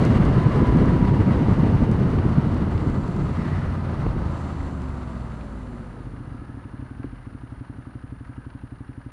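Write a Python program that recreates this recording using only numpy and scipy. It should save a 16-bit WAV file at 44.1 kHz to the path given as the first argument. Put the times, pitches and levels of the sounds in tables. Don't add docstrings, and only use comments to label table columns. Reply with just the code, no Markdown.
import sys
import numpy as np
from scipy import signal
from scipy.fft import rfft, irfft, next_fast_len
from scipy.io import wavfile
from scipy.ndimage import uniform_filter1d

SR = 44100
rng = np.random.default_rng(int(sys.argv[2]) if len(sys.argv) > 2 else 0)


def wav_record(signal):
    frames = np.transpose(np.atleast_2d(signal))
    bounded = np.clip(frames, -1, 1)
    quanta = np.round(bounded * 32767).astype(np.int16)
    wavfile.write(sys.argv[1], SR, quanta)


N = 402191
TIME_S = np.arange(N) / SR

WHISTLE_HZ, SCAN_HZ, TOP_HZ = 9625, 50, 13500

# (t/s, relative level/dB)
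DROPS = [(.052, -29), (0.253, -36), (.67, -39), (.773, -40), (.858, -40.5), (1.915, -37), (2.104, -42),
         (2.296, -45), (2.545, -42.5), (2.9, -43), (3.08, -42), (3.165, -42), (4.82, -43)]
# (f/Hz, level/dB)
DROP_COLOUR = [(600, -10), (1800, -4), (4500, 3.5), (9000, -3), (13000, -18.5)]

# (t/s, v/(m/s))
SPEED = [(0, 23.15), (1.9, 19.07), (3.1, 15.66), (4.2, 15.75), (5.3, 10.36), (6.5, 7.3), (7.3, 6.4),
         (9.12, 5.1)]
CRUISE_M_S = 20
# (level at CRUISE_M_S/dB, slope/(dB per tenfold speed))
WIND_LAW = (-19, 55)
ROAR_LAW = (-33, 42.9)
SPRAY_LAW = (-50.5, 41.6)

# (f/Hz, level/dB)
WIND_COLOUR = [(20, -14), (45, -4), (80, -1), (130, 1.5), (190, -1.5), (250, -5), (330, -10), (450, -17),
               (650, -31)]
# (t/s, half length/s, level change/dB)
GUSTS = [(.8, 0.052, 3), (1.8, 0.91, 2.5), (2.92, .08, 3.5), (3.22, 0.049, 5.5), (4.13, 0.21, 3.5),
         (4.66, 0.11, 3)]
# (t/s, half length/s, level change/dB)
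LEE = (4.45, 0.98, -6.5)
# (t/s, peak level/dB, f/Hz)
BUFFETS = [(.773, -2.5, 153), (.815, -13, 350), (1.486, -7, 200), (2.385, -8, 173), (2.637, -15, 190),
           (4.066, -15, 260)]
FLUTTER_HZ, FLUTTER_DB = 18, -0.13
# (t/s, half length/s, level/dB)
WAKES = [(3.62, 0.13, -28.5), (4.15, 0.17, -26), (4.72, 0.26, -35.5)]
# (f/Hz, level/dB)
WAKE_COLOUR = [(22, -7), (50, 0.5), (100, -2), (170, -10)]

# (f/Hz, level/dB)
ROAR_FAST = [(240, -36.5), (400, -3), (838, -8), (985, -7.5), (1080, -8.5), (1170, -9), (1830, -18),
             (1990, -16), (2620, -31), (2800, -24.5), (3050, -29.5), (3960, -45), (6710, -120)]
ROAR_SLOW = [(210, -11), (350, -1), (455, -10), (498, -3.5), (690, -5.5), (843, -6.5), (983, -3.5),
             (1130, -7), (1240, -4), (1570, -13.5), (1840, -19), (1990, -15), (2350, -30.5), (3050, -44),
             (3960, -43.5), (6710, -120)]
# (fast/(m/s), slow/(m/s))
MELLOW_M_S = (19.9, 15.27)
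# (f/Hz, level/dB)
SPRAY_COLOUR = [(2000, 1.5), (2800, 2), (3300, -2.5), (4400, -2.5), (5100, -8.5), (6100, -11),
                (7000, -14.5), (9400, -16), (11000, -25), (13000, -37.5)]
SPRAY_GRAIN_DB = 1.7
# (t/s, half length/s, spray level change/dB)
PUDDLES = [(0.05, 0.11, 3), (3.48, 0.21, 3), (4.42, 0.17, 1.5), (5.3, 0.3, 1.5)]
PUDDLE_ROAR_SHARE = 0.34

# (f/Hz, width/Hz, gain/dB)
DISC = [(6150, 350, -5), (6620, 250, -5), (7370, 700, 0), (8270, 450, -7)]
# (t at the hardest/s, rise/s, fall/s, level/dB)
SQUEEZES = [(2.98, 0.25, 0.54, -66.5), (4.42, 0.17, 0.34, -65.5), (5.1, 0.38, 0.87, -71)]

# (t/s, level/dB, decay/s, f/Hz)
CLUNKS = [(2.187, -23, .003, 900), (2.778, -39, .0016, 3500), (4.064, -29.5, .004, 850),
          (4.605, -42, .003, 2000), (5.32, -49, .004, 2800), (5.41, -48.5, .004, 2830),
          (7.031, -41, .012, 1150), (8.249, -43.5, .005, 1300), (8.502, -48.5, .0035, 2800)]
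# (f/Hz, level/dB)
GEAR_CASE = [(300, -3), (800, 7), (1400, 2), (2200, 5), (3000, -2), (5000, -9)]
# (t at the loudest/s, rise/s, fall/s, f/Hz, width/Hz, level/dB)
SINGS = [(3.43, 0.081, 0.25, 1800, 900, -47), (6.42, .16, .3, 1310, 90, -61),
         (6.53, .12, .2, 1684, 80, -59.5), (6.87, .013, .026, 2020, 130, -64),
         (7.0, 0.22, .15, 1530, 70, -63), (7.2, .13, .08, 2010, 130, -66),
         (7.66, 0.096, .12, 1500, 110, -66), (8.38, .15, 0.18, 1570, 130, -61.5)]
# (t at the loudest/s, rise/s, fall/s, meshes per engine cycle/1, level/dB)
WHINES = [(.4, .11, .13, 30, -38), (.67, .11, .16, 30, -36.5), (1.06, .18, .16, 30, -37),
          (1.38, .1, .12, 30, -43), (1.68, .14, .27, 30, -44.5), (.55, .2, .45, 50.3, -50),
          (3.6, .15, .4, 60, -55), (3.52, .1, .2, 65, -51), (4.55, .3, .22, 30.5, -51),
          (5.3, .35, .45, 30.5, -52.5), (5.95, .22, .3, 30.2, -55.5)]

# (t/s, four-stroke cycle rate/Hz)
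REVS = [(0, 34.8), (.8, 32.9), (2.06, 29.6), (3.16, 25.85), (3.3, 28.7), (3.45, 29.6), (3.65, 29.8),
        (4.26, 27.3), (4.86, 23.35), (5.31, 20.15), (5.9, 16.15), (6.18, 14.5), (6.32, 14.05),
        (6.72, 11.62), (7.7, 11.38), (7.9, 11.92), (8.2, 11.69), (9.12, 11.73)]
# (t at start/s, rise/s, fall/s, extra cycle rate/Hz)
REV_BLIP = (6.998, .05, .333, 5.07)
IDLE_HZ = 11.7
FIRING_AT_S, SECOND_LAG_CYCLES = 7.4355, 5 / 8
# (from/s, to/s)
CLUTCH = [(2.86, 3.2), (5.84, 9.12)]
CLUTCH_TRAVEL_S = 0.14

# (place/cycle, length/cycle, level at idle/dB, f/Hz)
VALVES = [(.08, .05, -61, 600), (.24, .05, -60, 1600), (.33, .07, -54, 350), (.33, 0.054, -58.5, 653),
          (.44, .04, -51.5, 1000), (.47, 0.052, -54.5, 2000), (.56, .05, -60, 1600),
          (.74, .045, -60.5, 1610), (.82, .05, -50.5, 1050), (.88, 0.084, -59, 2390),
          (.99, 0.043, -56.5, 1400)]
# (f/Hz, level/dB)
CLATTER = [(450, -13), (700, -6), (950, -2), (1150, -5.5), (1270, -1), (1650, -0.5), (1880, -6.5),
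           (2500, -14), (2850, -18), (3500, -24), (5000, -31.5), (9000, -54)]
# (f/Hz, width/Hz, gain/dB)
COVER = [(1277, 75, 0.5), (1503, 63, 3), (1653, 61, 1), (2780, 200, -11.5)]
COVER_DB = -4
# (place/cycle, strike level at idle/dB)
TAPPETS = [(.28, -67.5), (.41, -67), (.47, -69), (.73, -63.5), (.84, -65.5)]
# (f/Hz, level/dB)
TAPPET_COLOUR = [(2000, 0), (2850, -1), (3200, -9), (3550, -6.5), (4500, -5.5), (5500, -16.5),
                 (8000, -27.5)]
TAPPET_DECAY_S, TAPPET_SCATTER_DB = .0055, 1
WHIRR_DB, CHAIN_DB, CLATTER_DB_PER_DECADE = -62.5, -72, 6.5

# (multiple of the cycle rate/1, relative level/dB)
DRONE = [(2, -8.5), (3, 0), (4, -2), (5, -5.5), (6, -9), (7, -8), (8, -12), (9, -13)]
# (multiple of the cycle rate/1, f/Hz, width/Hz, level/dB)
BOOMS = [(10, 265, 25, -42), (11, 250, 100, -39), (13, 228, 40, -49), (14, 250, 48, -42.5),
         (16, 368, 60, -48), (21, 355, 90, -51), (22, 375, 70, -53)]
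# (t/s, half length/s, level change/dB)
ENGINE_BRAKING = [(2.3, .2, 3.5), (2.72, .15, 5), (3.7, .45, 2), (5.45, 0.35, 0)]
DRONE_DB, DRONE_DB_PER_DECADE = -42, 31.5
EXHAUST_AT_CYCLES, SECOND_SHARE = .75, .7

# (f/Hz, width/Hz, gain/dB)
AIRBOX = [(124, 25, -9), (253.3, 16.7, -6.5), (279.4, 24.2, -5), (349, 28, -19.5)]
# (f/Hz, width/Hz, gain/dB)
TAILPIPE = (46.8, 10.2, -16.5)
# (t/s, push level/dB)
KICKS = [(6.05, -17), (6.179, -11), (6.317, 0), (6.544, -5), (6.794, -1), (7.067, -12), (7.329, -14),
         (7.758, -7)]
# (t/s, push level/dB)
BLIP = (7.0438, 4.5)
# (t/s, half length/s, level change/dB)
UNEVEN = [(7.0, .03, 2.5), (7.2, .03, -10)]
THUMP_DB, THUMP_DB_PER_HZ, DRIVEN_THUMP_DB = 0.5, 0.25, -14.5
PUFF_DB = -2


def undb(db):
    return 10 ** (np.asarray(db) / 20)


def unit(x):
    return x / np.sqrt(np.mean(x ** 2))


def curves(table):
    s, *columns = np.transpose(table)
    return [np.interp(TIME_S, s, c) for c in columns]


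def colour(x, points):
    hz, db = np.transpose(points)
    size = next_fast_len(N)
    f = np.maximum(np.fft.rfftfreq(size, 1 / SR), 1)
    skirts = np.minimum(f / hz[0], 1) ** 2 * np.minimum(hz[-1] / f, 1) ** 4
    gain = undb(np.interp(np.log(f), np.log(hz), db)) * skirts
    return irfft(rfft(x, size) * gain, size)[:N]


def noise(points):
    return unit(colour(rng.standard_normal(N), points))


def ring(x, modes):
    return sum(undb(db) * signal.lfilter(*signal.iirpeak(hz, hz / width, fs=SR), x)
               for hz, width, db in modes)


def band(x, hz, width):
    mode = [(hz, width, 0)]
    return unit(ring(ring(x, mode), mode))


def walk(rate_hz):
    k = int(SR / rate_hz)
    steps = np.repeat(rng.standard_normal(N // k + 1), k)
    return 1.3 * uniform_filter1d(uniform_filter1d(steps, k), k)[:N]


def impulses(times_s, sizes):
    at = np.round(np.asarray(times_s) * SR).astype(int)
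    return np.bincount(np.clip(at, 0, N - 1), sizes, N)


def held(start_s, length_s, ramp_s):
    rise = np.clip((TIME_S - start_s) / ramp_s, 0, 1)
    return rise - np.clip((TIME_S - start_s - length_s) / ramp_s, 0, 1)


def arch(s, rise_s, fall_s):
    return np.exp(-((TIME_S - s) / np.where(TIME_S < s, rise_s, fall_s)) ** 2)


def swells(rows):
    return sum(db * np.exp(-((TIME_S - s) / half) ** 2) for s, half, db in rows)


def by_speed(law):
    cruise_db, db_per_decade = law
    return cruise_db + db_per_decade * np.log10(curves(SPEED)[0] / CRUISE_M_S)


def electronics():
    running = uniform_filter1d(1. * (TIME_S * SCAN_HZ % 1 > .17), size=30)
    hiss = noise([(200, -12.5), (5000, -3.5), (9500, -1.0), (11000, -7.0), (13000, -11.0)])
    return undb(-70.5) * running * np.sin(2 * np.pi * WHISTLE_HZ * TIME_S) + undb(-91) * hiss


def rain(count=30):
    s, db = np.transpose(DROPS)
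    when, size = rng.random((count, 2)).T
    small = impulses(6 * when, undb(db.mean() - 3 - 10 * size - 10 * when))
    return undb(13.5) * colour(impulses(s, undb(db)) + small, DROP_COLOUR)


def wind():
    wind_db = by_speed(WIND_LAW) + swells(GUSTS) + swells([LEE]) + FLUTTER_DB * walk(FLUTTER_HZ)
    bursts = rng.standard_normal(N) * undb(2.58 * walk(90))
    eddies = unit(colour(bursts, WIND_COLOUR))
    eddies /= np.sqrt(uniform_filter1d(eddies ** 2, size=SR // 10))
    out = undb(wind_db) * eddies
    for s, db, hz in BUFFETS:
        swing = np.pi * hz * (TIME_S - s)
        out = out + undb(db) * (1 - 2 * swing ** 2) * np.exp(-swing ** 2)
    return out


def wakes():
    eddies = noise(WAKE_COLOUR)
    eddies /= np.sqrt(uniform_filter1d(eddies ** 2, size=SR // 6))
    return sum(undb(db) * arch(s, half, half) for s, half, db in WAKES) * eddies


def tyres():
    water_db = swells(PUDDLES)
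    roar_db = by_speed(ROAR_LAW) + PUDDLE_ROAR_SHARE * water_db
    spray_db = by_speed(SPRAY_LAW) + water_db
    fast_m_s, slow_m_s = MELLOW_M_S
    slow = np.clip((fast_m_s - curves(SPEED)[0]) / (fast_m_s - slow_m_s), 0, 1)
    roar = np.sqrt(1 - slow) * noise(ROAR_FAST) + np.sqrt(slow) * noise(ROAR_SLOW)
    droplets = rng.standard_normal(N) * undb(SPRAY_GRAIN_DB * rng.exponential(size=N))
    spray = unit(colour(droplets, SPRAY_COLOUR))
    film_db = 1.0 * walk(70)
    return undb(roar_db + film_db + 0.18 * walk(45)) * roar + undb(spray_db + film_db) * spray


def brakes():
    rub = ring(ring(rng.standard_normal(N), DISC), DISC)
    pressure = sum(arch(s, rise, fall) * undb(db) for s, rise, fall, db in SQUEEZES)
    return pressure * undb(.8 * walk(8.3)) * unit(rub)


def crank():
    s, rise, fall, extra_hz = REV_BLIP
    rev_hz = curves(REVS)[0] + np.interp(TIME_S, [s, s + rise, s + rise + fall], [0, extra_hz, 0])
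    turn = np.cumsum(rev_hz) / SR
    return rev_hz, turn - np.interp(FIRING_AT_S, TIME_S, turn)


def gearbox():
    metal = noise(GEAR_CASE)
    knocks = 0
    for s, db, decay, hz in CLUNKS:
        fade = (TIME_S > s) * np.exp(-np.abs(TIME_S - s) / decay)
        knocks = knocks + undb(db) * uniform_filter1d(fade, size=30) * band(metal, hz, hz)
    rub = rng.standard_normal(N)
    rings = sum(undb(db) * arch(s, rise, fall) * band(rub, hz, width)
                for s, rise, fall, hz, width, db in SINGS)
    return knocks + rings


def whine(waver_db):
    rev_hz, _ = crank()
    turn = np.cumsum(rev_hz * (1 + .0012 * walk(30))) / SR
    tones = sum(arch(s, rise, fall) * undb(db) * np.sin(2 * np.pi * meshes * turn)
                for s, rise, fall, meshes, db in WHINES)
    return np.sqrt(2) * undb(waver_db * walk(6.7)) * tones


def firings(turn, scatter_db):
    at_s = np.flatnonzero(np.diff(np.floor(turn))) / SR
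    return impulses(at_s, undb(scatter_db * rng.standard_normal(len(at_s))))


def tappets(turn):
    strikes = sum(undb(db) * firings(turn - place, scatter_db=TAPPET_SCATTER_DB)
                  for place, db in TAPPETS)
    decay = np.exp(-1 / (TAPPET_DECAY_S * SR))
    return signal.lfilter([1], [1, -decay], strikes) * noise(TAPPET_COLOUR)


def valve_metal():
    return noise(CLATTER) + undb(COVER_DB) * unit(ring(rng.standard_normal(N), COVER))


def clatter(turn):
    chuff = valve_metal()
    valves = 0
    for place, length, db, hz in VALVES:
        stroke = np.exp(-(((turn - place + .5) % 1 - .5) / length) ** 2)
        valves = valves + undb(db) * stroke * band(chuff, hz, hz)
    links = np.cos(np.pi * 19 * turn) ** 4
    steady = (undb(CHAIN_DB) * links + undb(WHIRR_DB)) * valve_metal()
    return undb(0.44 * walk(25)) * (valves + tappets(turn) + steady)


def exhaust_pulse(turn, place):
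    return -sum(undb(db) * np.cos(2 * np.pi * k * (turn - place)) for k, db in DRONE)


def drone(turn, rev_hz, drone_db):
    first = exhaust_pulse(turn, EXHAUST_AT_CYCLES)
    second = exhaust_pulse(turn, EXHAUST_AT_CYCLES + SECOND_LAG_CYCLES)
    low = (first + SECOND_SHARE * second) * undb(1.4 * walk(40))
    boom = 0
    for k, hz, width, db in BOOMS:
        resonance = 1 / np.hypot(1, 2 * (k * rev_hz - hz) / width) ** 4
        boom = boom - undb(db) * np.sin(2 * np.pi * k * turn) * resonance
    return undb(drone_db) * unit(low) + np.sqrt(2) * undb(0.84 * walk(30)) * boom


def gulp(pushes, build_s, cut_s):
    t = np.arange(-SR // 20, SR // 20) / SR
    shape = np.exp(np.minimum(t, 0) / build_s) * (1 - np.tanh(t / cut_s)) / 2
    pressure = signal.fftconvolve(pushes, shape, "same")
    return ring(pressure, AIRBOX) - ring(pressure, [TAILPIPE])


def engine():
    rev_hz, turn = crank()
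    second_turn = turn - SECOND_LAG_CYCLES
    driven = 1 - sum(held(start, end - start, CLUTCH_TRAVEL_S) for start, end in CLUTCH)
    rev_decades = np.log10(rev_hz / IDLE_HZ)
    thump_db = THUMP_DB - THUMP_DB_PER_HZ * (rev_hz - IDLE_HZ) + swells(UNEVEN)
    thump_db = thump_db + DRIVEN_THUMP_DB * driven
    drone_db = DRONE_DB + DRONE_DB_PER_DECADE * rev_decades + swells(ENGINE_BRAKING)
    pushes = firings(turn, scatter_db=-0.4) + driven * firings(second_turn, scatter_db=-1.0)
    kick_s, kick_db = np.transpose(KICKS)
    kicks = impulses(kick_s, undb(kick_db))
    thumps = gulp(pushes * undb(thump_db) + kicks, build_s=0.0014, cut_s=0.0012)
    blip = gulp(impulses([BLIP[0]], [undb(BLIP[1])]), build_s=0.00062, cut_s=0.00034)
    soft = gulp(firings(second_turn, scatter_db=4.5), build_s=0.0055, cut_s=0.007)
    puffs = undb(PUFF_DB) * (1 - driven) * soft
    valve_gear = undb(CLATTER_DB_PER_DECADE * rev_decades) * clatter(turn)
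    return driven * drone(turn, rev_hz, drone_db) + thumps + blip + puffs + valve_gear


def scene():
    background = electronics() + rain() + wind() + wakes()
    bike = tyres() + brakes() + gearbox() + whine(waver_db=0.2) + engine()
    return (background + bike)[None]


def record(dry):
    return signal.sosfilt(signal.ellip(8, .2, 70, TOP_HZ, fs=SR, output="sos"), dry)


dry = scene()
out = record(dry)
wav_record(out)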